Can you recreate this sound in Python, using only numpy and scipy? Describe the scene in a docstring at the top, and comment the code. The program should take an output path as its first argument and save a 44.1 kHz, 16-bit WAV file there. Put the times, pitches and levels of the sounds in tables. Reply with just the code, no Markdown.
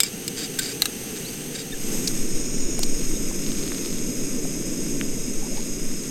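"""Gas camping stove and metal mug on grass

Gas jet: broad noise plus noise bands at the burner resonances. Flame: low, flickering filtered noise.
Mug, spoon and wire handle: struck decaying modes, noise chatter and scraping grains.
The microphone moves from beside the stove to above it, into a breeze of low-pitched noise.
Ticks, bumps, rustles and rubs in the grass are enveloped noise; a faint bird is gliding sines."""
import sys
import numpy as np
from scipy import signal
from scipy.fft import rfft, irfft
from scipy.io import wavfile

SR = 44100
rng = np.random.default_rng(int(sys.argv[2]) if len(sys.argv) > 2 else 0)


def persist_wave(psi):
    """Save psi, clipped to +-1, as 16-bit WAV."""
    counts = np.round(np.clip(psi, -1, 1) * 32767).astype(np.int16)
    wavfile.write(sys.argv[1], SR, np.atleast_2d(counts).T)


N = 269010

# burner resonances before tilt: f/Hz, width/Hz, rms level/dB beside, above, at a slant
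BURNER_BANDS = [(2305, 600, -57, -50, -49), (2714, 270, -53, -55, -56), (3547, 680, -63, -58, -59),
                (4940, 250, -55.5, -53, -54), (5143, 167, -72, -44.5, -43.5),
                (5640, 420, -51.5, -49.5, -43), (6150, 300, -45, -50.5, -60), (6525, 480, -45, -37, -35.5),
                (6860, 170, -71, -56, -53), (7500, 420, -51, -48, -66), (8127, 310, -47.5, -44.5, -40.5),
                (8690, 650, -44.5, -47, -45.5), (9930, 170, -72, -59.5, -66), (10470, 270, -54.5, -74, -64),
                (11360, 540, -57, -52.5, -52.5), (12200, 200, -62, -62, -70), (12500, 280, -48.5, -61, -48),
                (12830, 300, -59, -53, -55), (13450, 400, -60, -64, -68)]
# broad jet noise: f/Hz, density beside/dB per Hz, density above/dB per Hz
JET_SPECTRA = [(503, -72.5, -103), (606, -81, -92), (735, -76.5, -89.5), (1030, -85.5, -83),
               (1400, -80, -81.5), (2500, -77.5, -85), (3000, -75.5, -85), (3800, -81, -82.5),
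               (4300, -79, -86.5), (5970, -85, -81.5), (9260, -89, -82), (9978, -88, -87),
               (14500, -89, -99), (16000, -100, -102)]
# microphone closeness to burner: t/s, level/dB
CLOSENESS_CURVE = [(0, -1.5), (.6, 0), (1.3, .5), (1.72, -2), (1.92, 4), (2.3, 1.1), (3.7, 1), (5.3, -0.2),
                   (5.8, -0.4)]
# flame roar, relative colour: f/Hz, density beside/dB per Hz, density above/dB per Hz
FLAME_SPECTRA = [(30, -29, -32), (62, -20, -23.5), (95, -12, -12.5), (146.7, 0, -3.5), (267, 0, 1.5),
                 (340, -4.5, -2.5), (460, -1.5, -8.5), (537, -14, -14), (642, -25, -19),
                 (768, -15.5, -31.5), (950, -33, -31), (1500, -33, -65)]
# flame roar before trim and flicker: t/s, level/dB
FLAME_CURVE = [(0.0, -40.5), (0.2, -36), (1.82, -36), (1.95, -28), (2.11, -31.5), (4.81, -30), (6.1, -34)]
# moving air, relative colour: f/Hz, density/dB per Hz
WIND_SPECTRUM = [(2, -19), (6, 5), (13, 4), (23, -13), (30, -13), (42, -26), (60, -44), (120, -64.5)]
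# mug wall, lowest mode first, free ringing: f/Hz, level/dB, t60/s
MUG_MODES = [(1545, -14, .2), (2200, -10, .03), (2315, -13, .11), (3284, -22, .15), (3537, -11, .068),
             (4274, -20, .06), (4775, -9, .035), (5065, 0, .036), (5360, -9, .05), (6708, -13, .048),
             (7127, -16, .05), (7580, -8.5, .11), (7810, -10, .04), (7930, -8, .035), (8730, -11, .03),
             (10450, -9, .025), (12370, -16, .04), (14143, -12.5, .05)]
# spoon on mug: t/s, ring level/dB, extra on lowest mode/dB, chatter level/dB, chatter t60/s, free ring/s
SPOON_HITS = [(.003, -11, -25, -6, 0.024, 0.025), (.0337, -17.5, -14, -13, 0.017, .04),
              (.279, -24, -20, -17, 0.015, 0.007), (.5887, -28, 18.5, -16.5, 0.027, 0.022),
              (.592, -42, -10, -19.5, 0.05, .03)]
# loose metal, relative colour: f/Hz, density/dB per Hz
CHATTER_SPECTRUM = [(200, -46), (700, -26), (1100, -19), (1600, -3), (2500, -2), (4500, 4), (6000, -9),
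                    (8000, 8.5), (10000, -10.5), (14000, -5), (16000, -9)]
# spoon sliding on mug: start t/s, end t/s, level of modal part/dB
SPOON_SLIDES = [(0.027, 0.094, -36), (0.361, 0.472, -34), (0.604, 0.676, -33), (0.665, 0.739, -36.5),
                (1.153, 1.188, -37), (1.541, 1.575, -36.5), (1.57, 1.632, -37.5)]
# mug with spoon pressed on it: f/Hz, level/dB, t60/s
PRESSED_MUG_MODES = [(1555, -15.5, 0.069), (2310, -8.5, 0.026), (3220, -13, 0.018), (3770, -7.5, 0.054),
                     (4560, -1.5, 0.022), (4800, 2, 0.019), (5140, -2.5, 0.018), (6250, -5, 0.0087),
                     (6800, -6, .014), (7430, -1, 0.025), (8540, -3, 0.012)]
# dry rasp, relative colour: f/Hz, density/dB per Hz
RASP_SPECTRUM = [(200, -40), (800, -17), (1600, -1), (4000, 0), (5600, -1), (8000, -2), (10000, -9),
                 (16000, -18)]
# folding wire handle, free ringing: f/Hz, level/dB, t60/s
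HANDLE_MODES = [(815, -21.5, 0.035), (1250, -9.5, 0.026), (1635, -11, 0.042), (2050, -16.5, 0.063),
                (2800, 0, 0.016), (3850, -3, 0.042), (4150, 4, 0.018), (4380, 0, 0.017), (5900, 0.5, 0.022),
                (6600, -10, 0.032), (7150, -16, .015), (8440, -9, 0.023), (9260, 3, 0.012),
                (12550, -4, .025)]
# handle on mug: t/s, ring level/dB, extra on lowest mode/dB, chatter level/dB, chatter t60/s, free ring/s
HANDLE_HITS = [(.8205, -14.5, 6, -5.5, 0.0069, .035), (.8243, -44, 2, -26, 0.043, .03),
               (.856, -20.5, 7, -17.5, 0.015, .03), (.858, -27, 6, -23, 0.019, .02)]
# bird: start t/s, end t/s, start f/Hz, end f/Hz, level/dB
BIRD_CHIRPS = [(1.246, 1.3, 3700, 4700, -37.5), (1.72, 1.735, 3580, 3670, -33.5),
               (1.726, 1.747, 1860, 1700, -36), (3.145, 3.175, 3720, 3720, -43.5)]
# dry ticks of grass and cloth: t/s, level/dB, centre f/Hz, half-width/octaves, hold of the crumble/s
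GRASS_TICKS = [(2.0732, -21, 5660, 0.39, .007), (2.792, -20.5, 7500, 0.58, 0.0011),
               (2.8305, -22, 5300, 0.46, 0.0056), (3.719, -32, 1900, 0.83, 0.0012),
               (5.0124, -18.5, 2100, 0.74, .0001)]
# dull bumps on the ground: t/s, level/dB
GROUND_BUMPS = [(2.791, -24), (2.831, -29), (3.312, -33), (4.451, -26.5)]
# grass and cloth stirring: start t/s, end t/s, rms level/dB
GRASS_STIRS = [(2.99, 3.06, -42), (3.425, 4.01, -44.5), (5.542, 5.65, -46), (6.02, 6.067, -45.5)]
# grass and cloth, relative colour: f/Hz, density/dB per Hz
RUSTLE_SPECTRUM = [(200, -18), (700, -0.5), (2000, 3.5), (4500, 9), (8000, -9.5), (16000, -11)]
# soft cloth rubs: start t/s, end t/s, start f/Hz, level/dB
CLOTH_RUBS = [(5.407, 5.483, 740, -47), (5.489, 5.553, 521, -43), (5.55, 5.62, 780, -49)]

TIME_S = np.arange(N) / SR
FREQS_HZ = np.maximum(np.fft.rfftfreq(N, 1 / SR), .1)   # above 0 for the logarithm

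MOVE_S, MOVE_SETTLE_S = 1.65, 0.35   # beside to above
ABOVE_BEFORE, ABOVE_AFTER = 0.056, 0.94   # listening place: 0 beside, 1 above
SWING_S, SWING_WIDTH_S, RESTING_SLANT = 2.66, .31, .1   # one swing to a slant and back
SLANT_PITCH_RISE = .026   # share at full swing
HISS_DB = 0.03
HISS_TILT_DB_PER_OCTAVE, SLANT_TILT_DB_PER_OCTAVE = 1.5, -10.5   # at rest; added at full swing
CLOSE_TILT_PER_OCTAVE = 0.83   # dB of tilt per dB of closeness
TILT_FROM_HZ = 6500
FLAME_TRIM_DB, FLAME_FLICKER_DB, FLAME_FLICKER_HZ = 0.5, 0.6, 8.6
CALM_DB, BREEZE_DB, BREEZE_FADE_DB_PER_S = -48.5, -24.5, 0.74   # breeze before fade and gust
BREEZE_S, BREEZE_RISE_S = 1.71, 0.11
GUST_S, GUST_WIDTH_S, GUST_DB = 3.05, 0.39, 5.5
TICK_T60_S, TICK_T60_PER_LENGTH = 0.0018, 2.2   # longer crumbles die more slowly
CRUMBLE_HZ, CRUMBLE_OCTAVES, CRUMBLE_DB = 5230, 1.3, -10.5   # broad crunch shared by all ticks
BUMP_HZ, BUMP_OCTAVES, BUMP_T60_S = 660, 0.45, 0.017
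RUB_RISE_OCTAVES_PER_S, RUB_WIDTH_HZ, RUB_EDGE_S = 4.8, 150, 0.026
CUTOFF_HZ = 15900


def from_db(db):
    """Decibels to gain."""
    return 10 ** (np.asarray(db) / 20)


def rms_one(x):
    """Scale to unit rms."""
    return x / np.sqrt(np.mean(x ** 2) + 1e-20)


def in_time(rows):
    """Each column of a curve table at every sample."""
    t_s, *columns = np.transpose(rows)
    return [np.interp(TIME_S, t_s, column) for column in columns]


def spectrum_gain(hz, db):
    """Gain per FFT bin, interpolated in dB over log frequency."""
    return from_db(np.interp(np.log(FREQS_HZ), np.log(hz), db))


def coloured(spectrum):
    """One white noise shaped by each dB-per-Hz column."""
    hz, *columns = np.transpose(spectrum)
    white = rfft(rng.standard_normal(N)) * np.sqrt(SR / 2)   # unit density per Hz
    return [irfft(white * spectrum_gain(hz, db), N) for db in columns]


def tinted(x, spectrum):
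    """Colour a signal by a spectrum; rms 1."""
    hz, db = np.transpose(spectrum)
    return rms_one(irfft(rfft(x) * spectrum_gain(hz, db), N))


def wander(width_hz):
    """Low-passed random motion; rms 1."""
    run_in = SR // 2   # lets the filter settle
    lowpass = signal.butter(2, width_hz, fs=SR, output="sos")
    motion = signal.sosfilt(lowpass, rng.standard_normal(N + run_in))
    return rms_one(motion[run_in:])


def band_around(force, hz, octaves):
    """Band-pass around a pitch; white noise keeps its level."""
    low_hz, high_hz = np.clip([hz / 2 ** octaves, hz * 2 ** octaves], 50, .45 * SR)
    bandpass = signal.butter(2, [low_hz, high_hz], "band", fs=SR, output="sos")
    return signal.sosfilt(bandpass, force + 1e-18) / np.sqrt(2 * (high_hz - low_hz) / SR)


def ring(force, hz, t60_s):
    """Two-pole resonator: a unit click starts a decaying sine of height 1."""
    radius = np.exp(-np.log(1000) / (t60_s * SR))
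    angle = 2 * np.pi * hz / SR
    return signal.lfilter([0, np.sin(angle)], [1, -2 * radius * np.cos(angle), radius ** 2], force + 1e-18)


def grains(per_s, spread_db):
    """Random tiny clicks, mostly small with a few large ones."""
    sizes = from_db(spread_db * np.minimum(rng.exponential(1, N), 4)) * rng.choice([-1, 1], N)
    return (rng.random(N) < per_s / SR) * sizes


def dying(start_s, t60_s):
    """Envelope that jumps to 1 and decays."""
    return (TIME_S >= start_s) * np.exp(-np.log(1000) * np.clip((TIME_S - start_s) / t60_s, 0, 10))


def swell(start_s, end_s, edge_s):
    """Envelope with rounded edges between two times."""
    return np.sin(np.pi / 2 * np.clip(np.minimum(TIME_S - start_s, end_s - TIME_S) / edge_s, 0, 1))


def passing(centre_s, width_s):
    """Smooth rise to 1 and fall around a moment."""
    return np.exp(-.5 * ((TIME_S - centre_s) / width_s) ** 2)


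def microphone_path():
    """Closeness in dB, place from beside to above, and the single swing to a slant."""
    moved = 1 - np.exp(-np.maximum(TIME_S - MOVE_S, 0) / MOVE_SETTLE_S)
    above = np.clip(ABOVE_BEFORE + (ABOVE_AFTER - ABOVE_BEFORE) * moved, 0, 1)
    return in_time(CLOSENESS_CURVE)[0], above, passing(SWING_S, SWING_WIDTH_S)


def jet(above, slant, shift, tilt_db, flutter_db):
    """Turbulent gas: broad noise plus burner resonances, balanced by listening place."""
    beside_noise, above_noise = coloured(JET_SPECTRA)
    out = (1 - above) * beside_noise + above * above_noise
    for hz, width_hz, beside_db, above_db, slant_db in BURNER_BANDS:
        phase = 2 * np.pi * np.cumsum(hz * shift) / SR
        band = wander(width_hz / 2) * np.cos(phase) + wander(width_hz / 2) * np.sin(phase)
        overhead = (1 - slant) * from_db(above_db) + slant * from_db(slant_db)
        place_gain = (1 - above) * from_db(beside_db) + above * overhead
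        # highest resonances are the most directional
        beaming = from_db(tilt_db * max(np.log2(hz / TILT_FROM_HZ), 0))
        out += band * beaming * place_gain
    return out * from_db(flutter_db * wander(35))


def flame(above):
    """Combustion roar: low noise with a flickering level."""
    beside_noise, above_noise = map(rms_one, coloured(FLAME_SPECTRA))
    flicker_db = FLAME_FLICKER_DB * wander(FLAME_FLICKER_HZ)
    level_db = in_time(FLAME_CURVE)[0] + FLAME_TRIM_DB + flicker_db
    return from_db(level_db) * ((1 - above) * beside_noise + above * above_noise)


def stove():
    """Jet plus flame; colour follows the microphone's path, closeness sets the hiss level."""
    close_db, above, swing = microphone_path()
    slant = np.clip(RESTING_SLANT + swing, 0, 1)
    shift = 1 + SLANT_PITCH_RISE * swing ** 2
    tilt_db = HISS_TILT_DB_PER_OCTAVE + CLOSE_TILT_PER_OCTAVE * close_db + SLANT_TILT_DB_PER_OCTAVE * swing ** 2
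    hiss = from_db(HISS_DB + close_db) * jet(above, slant, shift, tilt_db, flutter_db=0.55)
    return hiss + flame(above)


def wind():
    """Slow pressure swings of moving air: calm, then a breeze that gusts once and eases."""
    fade_db = -BREEZE_FADE_DB_PER_S * (TIME_S - BREEZE_S)
    breeze_db = BREEZE_DB + fade_db + GUST_DB * passing(GUST_S, GUST_WIDTH_S)
    exposed = np.clip((TIME_S - BREEZE_S) / BREEZE_RISE_S, 0, 1)
    return (from_db(CALM_DB) + exposed * from_db(breeze_db)) * rms_one(coloured(WIND_SPECTRUM)[0])


def strikes(hits, modes, scatter_db, damped_t60_s):
    """Each blow rings all modes at scattered strengths, damped after a free time; loose metal chatters."""
    out = np.zeros(N)
    chatter = tinted(rng.standard_normal(N), CHATTER_SPECTRUM)
    hz, mode_db, t60_s = np.transpose(modes)[:, :, None]
    age_s = np.arange(SR // 4) / SR
    for hit_s, ring_db, lowest_db, chatter_db, chatter_t60_s, free_s in hits:
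        scatter = scatter_db * rng.standard_normal(hz.shape)
        strength_db = ring_db + mode_db + lowest_db * (hz == hz[0]) + scatter
        damping = np.maximum(age_s - free_s, 0) / damped_t60_s
        decay = np.exp(-np.log(1000) * (age_s / t60_s + damping))
        tone = from_db(strength_db) * decay * np.sin(2 * np.pi * (hz * age_s + rng.random(hz.shape)))
        start = max(int(hit_s * SR), 0)
        out[start:start + len(age_s)] += tone.sum(axis=0)
        out += from_db(chatter_db) * dying(hit_s, chatter_t60_s) * chatter
    return out


def scrapes(rasp_db, uneven_db):
    """Dense little slips of the spoon drive the mug's modes, with a dry rasp on top."""
    slips = grains(per_s=3000, spread_db=3.5) * from_db(uneven_db * wander(90))
    body = np.zeros(N)
    for k, (hz, db, t60_s) in enumerate(PRESSED_MUG_MODES):
        body += (-1) ** k * from_db(db) * ring(slips, hz, t60_s)   # alternating polarity
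    rasp = tinted(rng.permutation(slips), RASP_SPECTRUM)
    pressure = sum(from_db(db) * swell(start_s, end_s, 0.019) for start_s, end_s, db in SPOON_SLIDES)
    return pressure * (rms_one(body) + from_db(rasp_db) * rasp)


def bird(waver):
    """Thin whistles: unsteady sines that glide quickly at first, then level off."""
    out, unsteady = np.zeros(N), 1 + waver * wander(200)
    for start_s, end_s, start_hz, end_hz, db in BIRD_CHIRPS:
        glide = np.sin(np.pi / 2 * np.clip((TIME_S - start_s) / (end_s - start_s), 0, 1))
        pitch_hz = (start_hz + (end_hz - start_hz) * glide) * unsteady
        out += from_db(db) * swell(start_s, end_s, 0.0038) * np.sin(2 * np.pi * np.cumsum(pitch_hz) / SR)
    return out


def ticks(snap_db):
    """A stalk or fold snaps: one click and a short crumble, around a pitch of its own."""
    out = np.zeros(N)
    for start_s, db, hz, octaves, length_s in GRASS_TICKS:
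        end_s = start_s + length_s
        held = (TIME_S >= start_s) & (TIME_S < end_s)
        tail = dying(end_s, TICK_T60_S + TICK_T60_PER_LENGTH * length_s)
        force = rng.standard_normal(N) * (held + tail)
        crunch = from_db(CRUMBLE_DB) * band_around(force, CRUMBLE_HZ, CRUMBLE_OCTAVES)
        force[int((start_s + length_s / 2) * SR)] += from_db(snap_db)   # click, pitched band only
        out += from_db(db) * (band_around(force, hz, octaves) + crunch)
    return out


def bumps():
    """Something shifts on the turf: short, dull, band-passed noise knocks."""
    force = sum(from_db(db) * dying(start_s, BUMP_T60_S) for start_s, db in GROUND_BUMPS)
    return band_around(force * rng.standard_normal(N), BUMP_HZ, BUMP_OCTAVES)


def rustle():
    """Grass and cloth under shifting legs: a faint crackle of random grains."""
    motion = sum(from_db(db) * swell(start_s, end_s, 0.016) for start_s, end_s, db in GRASS_STIRS)
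    return motion * tinted(grains(per_s=450, spread_db=5), RUSTLE_SPECTRUM)


def rubs():
    """A leg slides a little: a narrow band of friction noise climbs in pitch."""
    out = np.zeros(N)
    for start_s, end_s, start_hz, db in CLOTH_RUBS:
        pitch_hz = start_hz * 2 ** (RUB_RISE_OCTAVES_PER_S * (np.clip(TIME_S, start_s, end_s) - start_s))
        carrier = np.sin(2 * np.pi * np.cumsum(pitch_hz) / SR)
        friction = rms_one(wander(RUB_WIDTH_HZ / 2) * carrier)
        out += from_db(db) * swell(start_s, end_s, RUB_EDGE_S) * friction
    return out


def scene():
    """Open air, no echo; one microphone feeds both channels."""
    burner = stove()
    air = wind()
    spoon = strikes(SPOON_HITS, MUG_MODES, scatter_db=3.0, damped_t60_s=0.023)
    spoon += scrapes(rasp_db=-2.0, uneven_db=2.0)
    handle = strikes(HANDLE_HITS, HANDLE_MODES, scatter_db=2.0, damped_t60_s=.025)
    outdoors = bird(waver=0.012) + ticks(snap_db=13.5) + bumps() + rustle() + rubs()
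    return np.tile(burner + air + spoon + handle + outdoors, (2, 1))


def record(dry):
    """Clip the highest peaks, then cut the top with a steep low-pass."""
    lowpass = signal.ellip(10, .1, 80, CUTOFF_HZ, fs=SR, output="sos")
    return signal.sosfilt(lowpass, np.clip(dry, -.8, .8))


dry = scene()
out = record(dry)
persist_wave(out)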